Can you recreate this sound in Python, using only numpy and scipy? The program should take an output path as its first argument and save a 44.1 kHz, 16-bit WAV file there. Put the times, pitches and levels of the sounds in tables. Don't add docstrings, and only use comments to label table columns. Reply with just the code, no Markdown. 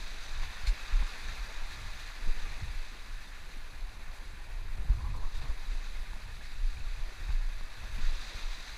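import sys
import numpy as np
from scipy import signal
from scipy.fft import rfft, irfft, next_fast_len
from scipy.io import wavfile
from scipy.ndimage import uniform_filter1d, map_coordinates

SR = 44100
rng = np.random.default_rng(int(sys.argv[2]) if len(sys.argv) > 2 else 0)


def natural_amplitude(level_db):
    exponent = np.asarray(level_db, float) / 20
    return 10 ** exponent


def unload_audio(sound):
    columns = np.transpose(np.atleast_2d(sound))
    steps = np.round(np.clip(columns, -1, 1) * 32767)
    wavfile.write(sys.argv[1], SR, steps.astype(np.int16))


N = 386757


def unit(x):
    return x / np.sqrt(np.mean(x ** 2) + 1e-20)


def place(out, start_s, grain):
    start = round(start_s * SR)
    out[start:start + len(grain)] += grain


def curves(rows):
    s, *cols = np.transpose(rows)
    return [np.interp(np.arange(N) / SR, s, c) for c in cols]


def wobble(rate):
    knots = rng.standard_normal(int(N * rate / SR) + 4)
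    return map_coordinates(knots, [np.arange(N) * rate / SR])


def swells(rows, rest_db):
    t = np.arange(0, N + 99, 50) / SR
    power = natural_amplitude(2 * rest_db)
    for s, db, half in rows:
        late = t - s
        side = np.where(late < 0, 0.93 * half, half)
        power = power + natural_amplitude(2 * db) * np.exp(-(late / side) ** 2)
    return np.interp(np.arange(N) / SR, t, np.sqrt(power))


def filtered(x, response):
    m = next_fast_len(len(x) + SR // 4)
    return irfft(rfft(x, m) * response(np.fft.rfftfreq(m, 1 / SR)), m)[:len(x)]


def coloured(x, points):
    hz, db = np.transpose(points)
    return unit(filtered(x, lambda f: natural_amplitude(np.interp(np.log(f + 1), np.log(hz), db))))


def steady(x, span):
    power = uniform_filter1d(x ** 2, size=max(int(span * SR), 9))
    return unit(x / np.sqrt(np.abs(power) + 0.24))


def patchy(depth_db):
    z = signal.stft(rng.standard_normal(N + 512), nperseg=512)[2]
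    field = uniform_filter1d(rng.standard_normal(z.shape), size=6, axis=0)
    field = uniform_filter1d(field, size=10, axis=1)
    return unit(signal.istft(z * natural_amplitude(depth_db * unit(field)), nperseg=512)[1][:N])


# frequency in Hz, rms level in dB.
WHINE = [(10406, -75)]


def whine():
    hz, db = WHINE[0]
    return natural_amplitude(db - 1.5) * np.sin(2 * np.pi * hz * np.arange(N) / SR + 1.5 * wobble(6))


# crest time in seconds, crest level in dB.
BREAKERS = [(0.0, -60), (0.8, -66.5), (1.56, -61.5), (2.42, -60), (3.1, -73), (4.1, -63), (4.75, -62.5),
            (5.25, -59), (5.76, -61.5), (6.3, -62.5), (7.18, -73), (7.96, -67), (8.35, -62)]
# frequency in Hz, density in dB per Hz.
SURF = [(76, -14), (130, -5.5), (156, -6.5), (215, -5), (397, -9), (800, -9.5), (1040, -12), (1760, -120)]


def far_surf():
    rest_db, half_length_s = -63.5, 0.27
    waves = swells([(s, db, half_length_s) for s, db in BREAKERS], rest_db)
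    return waves * natural_amplitude(0.12 * wobble(15)) * coloured(patchy(2.5), SURF)


# peak time in seconds, peak level in dB, half length in seconds.
SWINGS = [(0.05, -35, 0.22), (0.38, -29, 0.061), (0.51, -28.5, 0.017), (0.68, -38, 0.15),
          (1.0, -26.5, 0.065), (1.29, -33.5, 0.058), (1.62, -29, 0.052), (1.89, -35, 0.049),
          (2.29, -26.5, 0.029), (2.46, -29, 0.085), (2.69, -31.5, 0.023), (3.15, -35, 0.039),
          (3.6, -36, 0.043), (3.83, -28.5, 0.025), (4.08, -35.5, 0.045), (4.57, -31, 0.044),
          (4.71, -28.5, 0.037), (4.81, -27, 0.024), (4.91, -29.5, 0.026), (5.26, -27, 0.11),
          (5.49, -28.5, 0.1), (5.73, -26, 0.058), (6.0, -30, 0.12), (6.62, -31, 0.12), (6.86, -24.5, 0.037),
          (7.01, -26.5, 0.062), (7.42, -27.5, 0.15), (7.65, -32, 0.019), (8.07, -24.5, 0.093),
          (8.48, -29, 0.044)]
# frequency in Hz, density in dB per Hz.
SWAY = [(4.7, -13.5), (8.0, -13.5), (30, -8.5), (40, -21.5), (49, -48), (60, -29), (78, -57), (130, -120)]
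# peak time in seconds, peak level in dB, half length in seconds.
RUBS = [(0.42, -42.5, 0.064), (0.68, -59, 0.043), (0.88, -54, 0.038), (1.01, -43.5, 0.03),
        (1.29, -47, 0.066), (1.8, -47, 0.063), (2.0, -54, 0.073), (2.27, -57, .06), (2.48, -51, 0.073),
        (2.64, -37.5, 0.025), (3.13, -53, .06), (3.95, -54.5, 0.18), (4.55, -51.5, 0.28),
        (4.67, -47, 0.015), (4.785, -42, 0.037), (4.95, -36, 0.071), (5.1, -39, 0.097), (5.43, -44, 0.095),
        (5.69, -50.5, 0.032), (5.98, -70, .03), (6.26, -47, 0.17), (7.8, -51, 0.039), (6.62, -46.5, 0.048),
        (6.79, -43, 0.055), (6.98, -50.5, 0.055), (7.28, -48, 0.11), (7.55, -53, .04), (7.95, -43.5, 0.067),
        (8.36, -57, 0.024), (8.77, -50, 0.065)]
# frequency in Hz, density in dB per Hz.
RUMBLE = [(29, -43), (50, 6), (75, -6.5), (110, -9.5), (151, -23.5), (400, -43.5), (520, -49), (880, -120)]


def strap():
    sway_rest_db, rumble_rest_db = -39, -57
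    sway = steady(coloured(rng.standard_normal(N), SWAY), span=0.102)
    lumps = natural_amplitude(3.7 * wobble(22)) * coloured(rng.standard_normal(N), RUMBLE)
    rumble = steady(unit(lumps), span=0.049)
    return natural_amplitude(-3.0) * swells(SWINGS, sway_rest_db) * sway + swells(RUBS, rumble_rest_db) * rumble


# start in seconds, peak level in dB.
BUMPS = [(.357, -56), (.473, -46), (.965, -46), (1.02, -41), (1.209, -50), (1.852, -55), (2.225, -50),
         (2.269, -45), (2.3, -50), (2.365, -45), (2.432, -38), (2.52, -48), (2.69, -48), (3.107, -59),
         (3.251, -53), (3.428, -46), (3.556, -52), (3.728, -43), (4.077, -47), (4.326, -49), (4.483, -43),
         (4.534, -43.5), (4.656, -40), (4.783, -43), (4.845, -40), (4.935, -37), (4.97, -36), (5.0, -44),
         (5.055, -40), (5.09, -33), (5.125, -40), (5.16, -41), (5.215, -42), (5.41, -49), (5.435, -34),
         (5.465, -48), (6.158, -51), (6.439, -45), (6.575, -47), (6.746, -55), (6.871, -53), (6.969, -50),
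         (7.282, -47), (7.485, -52), (7.604, -56), (7.939, -50), (7.98, -39), (8.111, -57), (8.332, -59),
         (8.74, -54)]


def bumps():
    mount_hz, scatter_octaves, peak_s = 120.4, 0.21, 0.0086
    out, t = np.zeros(N + SR), np.arange(SR // 8) / SR
    age = t / peak_s
    for s, db in BUMPS:
        hz = mount_hz * 2 ** (scatter_octaves * rng.standard_normal())
        place(out, s, natural_amplitude(db + 2.0) * age * np.exp(-age ** 1.1) * np.sin(2 * np.pi * hz * t))
    return out[:N]


# centre in Hz, width in Hz, level in dB.
SHELL = [
    (990, 370, 3),
    (1700, 450, -7),
]


def shell(f):
    total = 0
    for k, (centre, width, db) in enumerate(SHELL):
        mode = 1j * f * width / (centre * centre - f * f + 1j * f * width)
        total = total + (-1) ** k * natural_amplitude(db) * mode
    return total


# start in seconds, peak level in dB, length in seconds, creak in Hz.
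SLIPS = [(4.876, -45, 0.057, 930), (4.983, -42, 0.034, 1017), (5.035, -40.5, 0.038, 987),
         (5.04, -48, 0.035, 816), (5.062, -44, 0.025, 980), (5.08, -46, 0.03, 1090),
         (5.135, -40.5, 0.031, 950), (5.138, -42, 0.03, 1070), (5.165, -47, 0.029, 940),
         (5.171, -47, 0.03, 1095), (5.201, -44, 0.034, 1000), (5.223, -42, 0.046, 1108),
         (5.234, -48, 0.03, 910), (5.256, -47.5, 0.027, 955), (5.285, -50, 0.05, 1110),
         (5.408, -44, 0.03, 1043), (5.441, -43, 0.04, 1075), (5.471, -47, 0.06, 990),
         (5.556, -48, 0.046, 1005), (4.9, -51, 0.5, 1000)]


def slips():
    creak_db, creak_rise, creak_s = -3.5, 0.039, 0.054
    out, t = np.zeros(N + SR), np.arange(SR // 2) / SR
    for s, db, length, hz in SLIPS:
        age = t / length
        noise = rng.standard_normal(len(t))
        scrape = unit(filtered(noise, lambda f: shell(f) ** 2 / (1 + (f / 1500) ** 4)))
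        creak = np.sin(2 * np.pi * hz * t * (1 + creak_rise * (age - 1)))
        creak *= natural_amplitude(creak_db) * np.exp(-(length / creak_s) ** 2 / 4)
        place(out, s, natural_amplitude(db + 6.5) * age * np.exp(-2.5 * age) * (0.67 * scrape + 1.3 * creak))
    return out[:N]


# start in seconds, peak level in dB, pitch in Hz, length in cycles, pitch sag from 0 to 1.
THUMPS = [(0.37, -34, 26.5, 2.4, 0.02), (0.635, -27.5, 29.8, 0.74, 0.1), (0.923, -21, 31.7, 3.4, 0),
          (1.28, -38, 25.6, 4.6, 0.41), (2.219, -25, 26.5, 5.7, 0.9), (2.274, -35, 26.6, 5.7, 0.2),
          (2.621, -28.5, 82.5, 1.5, 0.03), (2.685, -38, 70, 2.6, 0.2), (6.02, -44, 55, 2.2, 0.4),
          (2.752, -29, 27.2, 2.8, 0.5), (4.783, -29, 36, 1.7, 0.15), (4.893, -19.5, 50.3, 2.4, 0.29),
          (4.895, -25.5, 76.5, 1.5, 0.3), (5.037, -32.5, 45.4, 5.4, 0.28), (5.199, -28, 26.6, 4.6, 0.41),
          (5.487, -29.5, 45.8, 1.6, 0.03), (7.288, -27.5, 54, 1.64, 0), (7.94, -32, 48, 1.1, 0.36),
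          (8.025, -27, 28.3, 3.1, 0.4), (8.345, -33.5, 44, 2, 0.35), (7.829, -35, 45, 2, 0.3),
          (8.03, -31, 44, 1.1, 0.3), (8.11, -40, 42, 3.3, 0), (1.379, -36, 40.3, 4.2, 0)]
PULLS = [
    (0.672, -21.5, 38.3, 2.44, 0.05),
    (0.999, -25.5, 33, 2, 0.1),
    (6.595, -27, 26.6, 4.2, 0.05),
    (7.314, -21.5, 26.7, 1.97, 0.1),
]


def thumps():
    out, t = np.zeros(N + SR), np.arange(SR // 3) / SR
    onset = 1 - np.exp(-(t / 0.0042) ** 2)
    for way, rows in [(1, THUMPS), (-1, PULLS)]:
        for s, db, hz, cycles, sag in rows:
            age = t * hz / cycles
            turns = hz * t / (1 + sag * age)
            envelope = onset * np.sqrt(age) * np.exp(-2.5 * age ** 2)
            place(out, s, way * natural_amplitude(db + 9.0) * envelope * np.sin(2 * np.pi * turns))
    return out[:N]


# start in seconds, peak level in dB, pitch in Hz, wall level in dB, 60 dB decay in seconds.
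KNOCKS = [(0.43, -47, 202, -39, 0.052), (1.022, -38.5, 215, -38.5, 0.035), (2.27, -36, 190, -52, 0.049),
          (2.361, -47.5, 203, -60, 0.072), (2.616, -56, 196, -62, 0.045), (3.563, -40.5, 226, -61, 0.04),
          (4.056, -59, 205, -51, 0.033), (4.331, -49, 197, -59, 0.082), (4.89, -39, 184, -54, 0.08),
          (5.138, -55, 229, -51, 0.041), (5.422, -58, 288, -47, 0.045), (5.454, -48, 227, -43, 0.045),
          (6.13, -46, 186, -41, 0.054), (6.162, -45, 225, -51, 0.048), (6.26, -54, 206, -48, 0.041),
          (7.288, -54, 188, -46, 0.059), (7.302, -69, 186, -44, 0.045), (7.607, -45, 190, -45, 0.045),
          (7.834, -46.5, 199, -44, 0.073), (7.981, -34.5, 211, -47, 0.035)]


def knocks():
    out, taps = np.zeros(N + SR), np.zeros(N)
    t, contact = np.arange(SR // 3) / SR, np.arange(900) / SR
    onset = 1 - np.exp(-(t / 0.0044) ** 2)
    for s, db, hz, shell_db, t60 in KNOCKS:
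        place(out, s, natural_amplitude(db + 2.0 - 60 * t / t60) * onset * np.sin(2 * np.pi * hz * t))
        scrape = np.exp(-contact / 0.0002) + 0.11 * np.exp(-contact / 0.01) * rng.standard_normal(900)
        place(taps, s + 0.003, natural_amplitude(shell_db + 16.5) * scrape)
    return out[:N] + filtered(taps, lambda f: shell(f) / (1 + 1j * f / 3300) ** 2 * 1j * f / (450 + 1j * f))


# pitch in Hz, level in dB, 60 dB decay in seconds.
SNAP = [(2340, 5, 0.011), (4230, 6.5, 0.011), (3300, -8, 0.007), (5400, -7, 0.008), (6900, -11, 0.009),
        (10700, -27, .012), (13500, -30, .012)]
# start in seconds, level in dB.
SNAP_AT = (.6712, -31.5)


def snap():
    start_s, level_db = SNAP_AT
    t = np.maximum(np.arange(N) / SR - start_s, 0)
    onset = 1 - np.exp(-(t / 0.0008) ** 2)
    ring = sum(natural_amplitude(db - 60 * t / t60) * np.sin(2 * np.pi * hz * t) for hz, db, t60 in SNAP)
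    return natural_amplitude(level_db - 0.5) * onset * ring


# start in seconds, peak level in
# dB, pitch in Hz, length in cycles.
DRIPS = [(.43, -35, 1040, 5), (1.02, -36, 1020, 7.6), (1.021, -42, 1700, 7), (7.115, -47, 370, 8.3),
         (4.369, -51, 350, 15), (4.39, -48, 800, 24), (1.02, -49, 300, 5), (2.274, -43.5, 367, 11),
         (2.29, -44, 484, 8), (2.45, -45, 800, 20), (2.445, -42, 1170, 25.4), (7.98, -42, 276, 5.9),
         (.68, -43, 6100, 18), (.9, -41, 1750, 14), (2.53, -37, 1880, 17), (5.1, -50, 2520, 70),
         (5.63, -43, 1740, 16), (6.409, -35.5, 1700, 12), (6.45, -41, 1820, 29), (6.77, -34, 2380, 11),
         (6.961, -41, 2400, 25), (7.326, -39, 4550, 23), (7.801, -46, 2600, 17), (.429, -33, 1730, 12),
         (1.285, -35, 1710, 14), (1.723, -38, 1670, 14), (6.806, -40, 2550, 11), (6.85, -45, 1380, 18),
         (6.87, -44, 1150, 17), (7.125, -45, 3850, 40), (7.284, -36, 1800, 14), (7.302, -44, 1550, 17),
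         (7.982, -46, 1640, 12), (8.029, -42, 1840, 14), (8.21, -39, 3900, 30), (8.4, -40, 3920, 25),
         (8.545, -34, 3950, 25)]


def drips():
    out, t = np.zeros(N + SR), np.arange(SR // 10) / SR
    for s, db, hz, cycles in DRIPS:
        age = t * hz / cycles
        tone = np.sin(2 * np.pi * hz * t * (1 + 0.016 * age))
        place(out, s, natural_amplitude(db + 9.0) * age * np.exp(-3 * age) * tone)
    return out[:N]


# start in seconds, peak level in dB, length in seconds, brightness in dB per octave.
SPLASHES = [(0.067, -34, 0.025, -3), (0.667, -21, 0.035, 0), (0.854, -50, 0.025, -4), (1.37, -38, 0.022, 0),
            (2.175, -41, 0.025, -7), (2.2613, -45, 0.025, 0), (4.141, -42, 0.025, 10),
            (4.25, -38, 0.025, 0), (5.156, -44, 0.025, 12), (5.345, -38, 0.041, 3), (5.487, -44, 0.023, 2),
            (6.342, -39, 0.025, 2), (6.425, -31, 0.066, -2), (6.514, -36, 0.025, -2),
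            (6.6644, -43, 0.033, 4), (7.32, -39, 0.029, 4), (7.9119, -54, 0.025, -3), (8.54, -41, 0.025, 0)]
# frequency in Hz, density in dB per Hz.
SPRAY = [(900, -64), (2250, -9), (3100, -21), (4200, -8), (5300, -18), (7000, -20), (15000, -40.5)]


def splashes():
    out, t = np.zeros(N + SR), np.arange(SR // 5) / SR
    ragged = natural_amplitude(0.79 * wobble(200))
    onset = 1 - np.exp(-t / 0.0019)
    for s, db, length, tilt_db in SPLASHES:
        hold = 0.2 * natural_amplitude(-60 * t / 0.04) + np.exp(-(t / length) ** 3)
        spray = rng.standard_normal(len(t)) * onset * hold
        colour = [(hz, level + tilt_db * np.log2(hz / 4000)) for hz, level in SPRAY]
        place(out, s, natural_amplitude(db - 31.5) * coloured(spray, colour))
    return out[:N] * ragged


def bubbles(count, centre_hz, octaves, cycles, scatter_db, size):
    draw, t = rng.random((count, 3)), np.arange(size) / SR
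    hz = np.clip(centre_hz * 2 ** (octaves * (2 * draw[:, 1:2] - 1)), 300, 9000)
    age = t * hz / cycles
    gain = natural_amplitude(-scatter_db * np.log(draw[:, 2:] + 0.072)) * hz / centre_hz
    grain = gain * age * np.exp(-4 * age) * np.sin(2 * np.pi * hz * t * (1 + 0.087 * age))
    at = (draw[:, :1] * N).astype(int) + np.arange(size)
    return unit(np.bincount(at.ravel(), grain.ravel(), minlength=N)[:N])


# centre in Hz, width in Hz, peak or dip in dB.
PORT = [
    (1297, 43, -17),
    (1740, 144, 3),
    (2590, 210, 4),
    (3124, 270, -5),
    (3775, 100, 2),
    (4457, 294, -6.5),
    (4747, 92, 5.5),
    (6200, 220, 2),
]


def port(f):
    return natural_amplitude(sum(db / (1 + (2 * (f - centre) / width) ** 2) for centre, width, db in PORT))


# time in seconds, flow level in dB, foam over the flow in dB.
SEA = [(0.0, -51, -0.5), (0.56, -48, -3), (1.29, -47.5, -2.5), (1.6, -49.5, -2.5), (2.42, -50, -3),
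       (2.9, -52.5, -3), (3.83, -54.5, -4), (4.8, -55, -5), (5.23, -56.5, -1), (5.54, -52.5, -4),
       (5.76, -53.5, -1), (6.06, -53.5, -4), (6.67, -55, -1.5), (7.18, -52.5, -3), (7.62, -53.5, -3.5),
       (7.96, -50.5, -3.5), (8.21, -50, 0), (8.77, -50, -1.3)]
# peak in seconds, wash in dB and foam in dB over the flow, half length in seconds.
GUSHES = [(.03, -6, -4, .02), (.075, -14, -4, .02), (0.12, -11, -3, .02), (0.254, -11, -4, .025),
          (.335, -7, -5, .02), (0.442, 0, -2, 0.022), (0.578, -13, -17, 0.026), (0.912, -4, -11, .025),
          (1.14, -7, -11, .02), (1.295, -4, -7, 0.02), (1.59, -4, -11, .025), (1.726, -3, 0, 0.022),
          (1.817, -15, -5, .02), (1.89, -8, -9, 0.015), (2.0, -13, -4, .02), (2.18, -14, -10, .025),
          (2.285, -9, -6, .02), (2.41, -7, -3, .02), (2.47, -6, -10, .03), (2.53, -3, -3, .03),
          (5.36, -7, 1, 0.032), (5.438, -5, -2, 0.036), (5.637, -3, -9, .02), (5.723, -2, -6, 0.018),
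          (5.84, -5, -3, 0.036), (5.974, -1, -6, 0.024), (7.292, -4, -5, 0.034), (7.95, -15, -9, 0.022),
          (8.045, -4, 1, 0.033), (8.094, -6, -3, .02), (8.153, -9, -2, .02), (8.225, -17, -3, 0.049),
          (8.303, -2, -7, .02), (8.41, -3, -3, 0.029), (8.502, -7, -3, .02), (8.536, -13, 0, .02),
          (8.613, -8, -3, .02), (8.683, -6, -2, .02)]
# frequency in Hz, density in dB per Hz.
WASH = [(350, -10.5), (600, -8), (720, -6), (1180, -1.5), (1300, 3.5), (1430, -0.5), (1750, -1), (2020, -1),
        (2500, -2.5), (2880, -10), (3200, -8.5), (4160, -56), (7040, -120)]
FIZZ = [(1760, -61), (3000, -13), (3450, -4), (3740, 0), (3890, -0.5), (4470, 1), (4830, -6), (5220, -11),
        (6150, -9.5), (6600, -11.5), (8000, -19), (10400, -28.5), (17600, -120)]
TOP = [(4410, -13.5), (7500, -3), (9460, -6.5), (10600, -1.5), (11500, -6.5), (14400, -8.5), (15100, -10.5)]


def sea():
    spray_calm_db, spray_growth, calm_flow_db = -67.5, 0.57, -54.5
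    flow_db, foam_db = curves(SEA)
    surge = 0.3 * wobble(14) + 0.6 * wobble(30)
    pops = bubbles(count=5000, centre_hz=2400, octaves=1.7, cycles=25.2, scatter_db=4.0, size=640)
    crackle = bubbles(count=2500, centre_hz=5640, octaves=0.93, cycles=1.2, scatter_db=1.5, size=80)
    water = patchy(0.75) + natural_amplitude(-13.5) * pops + natural_amplitude(-13.5) * crackle
    mist = patchy(1.0) + natural_amplitude(-15.0) * crackle
    wash_gush = swells([(s, wash, half) for s, wash, foam, half in GUSHES], 0)
    foam_gush = swells([(s, foam, half) for s, wash, foam, half in GUSHES], 0)
    wash = wash_gush * natural_amplitude(flow_db - 0.5 + 0.5 * surge) * coloured(water, WASH)
    fizz = foam_gush * natural_amplitude(flow_db - 0.5 + foam_db + 0.65 * surge) * coloured(water, FIZZ)
    spray_db = spray_calm_db + spray_growth * (flow_db - calm_flow_db)
    spray_gain = foam_gush ** 0.38 * natural_amplitude(spray_db + 0.77 * surge + 0.5 * wobble(25))
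    return filtered(wash + fizz + spray_gain * coloured(mist, TOP), port)


def scene():
    movement = strap() + bumps() + slips() + thumps() + knocks() + snap()
    return (far_surf() + movement + drips() + splashes() + sea())[None]


def spliced(x):
    joins_hz, first_s, half_fade_s = 14.0195, 0.0585, 0.0062
    power_loss, whole_below_hz = 0.3, 350
    late_s = (((np.arange(N) / SR - first_s) * joins_hz + 0.5) % 1 - 0.5) / joins_hz
    dip = np.maximum(1 - (late_s / half_fade_s) ** 2, 0)
    loss = 1 - np.sqrt(1 - power_loss * dip)
    return x - loss * filtered(x, lambda f: 1 / (1 + (whole_below_hz / (f + 1)) ** 4))


def band_limit(x):
    return signal.sosfilt(signal.butter(12, 15280, fs=SR, output="sos"), x)


def record(dry):
    top_hz = 15290
    mix = filtered(spliced(dry[0] + whine()), lambda f: f < top_hz)
    return band_limit(mix[None])


dry = scene()
out = record(dry)
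unload_audio(out)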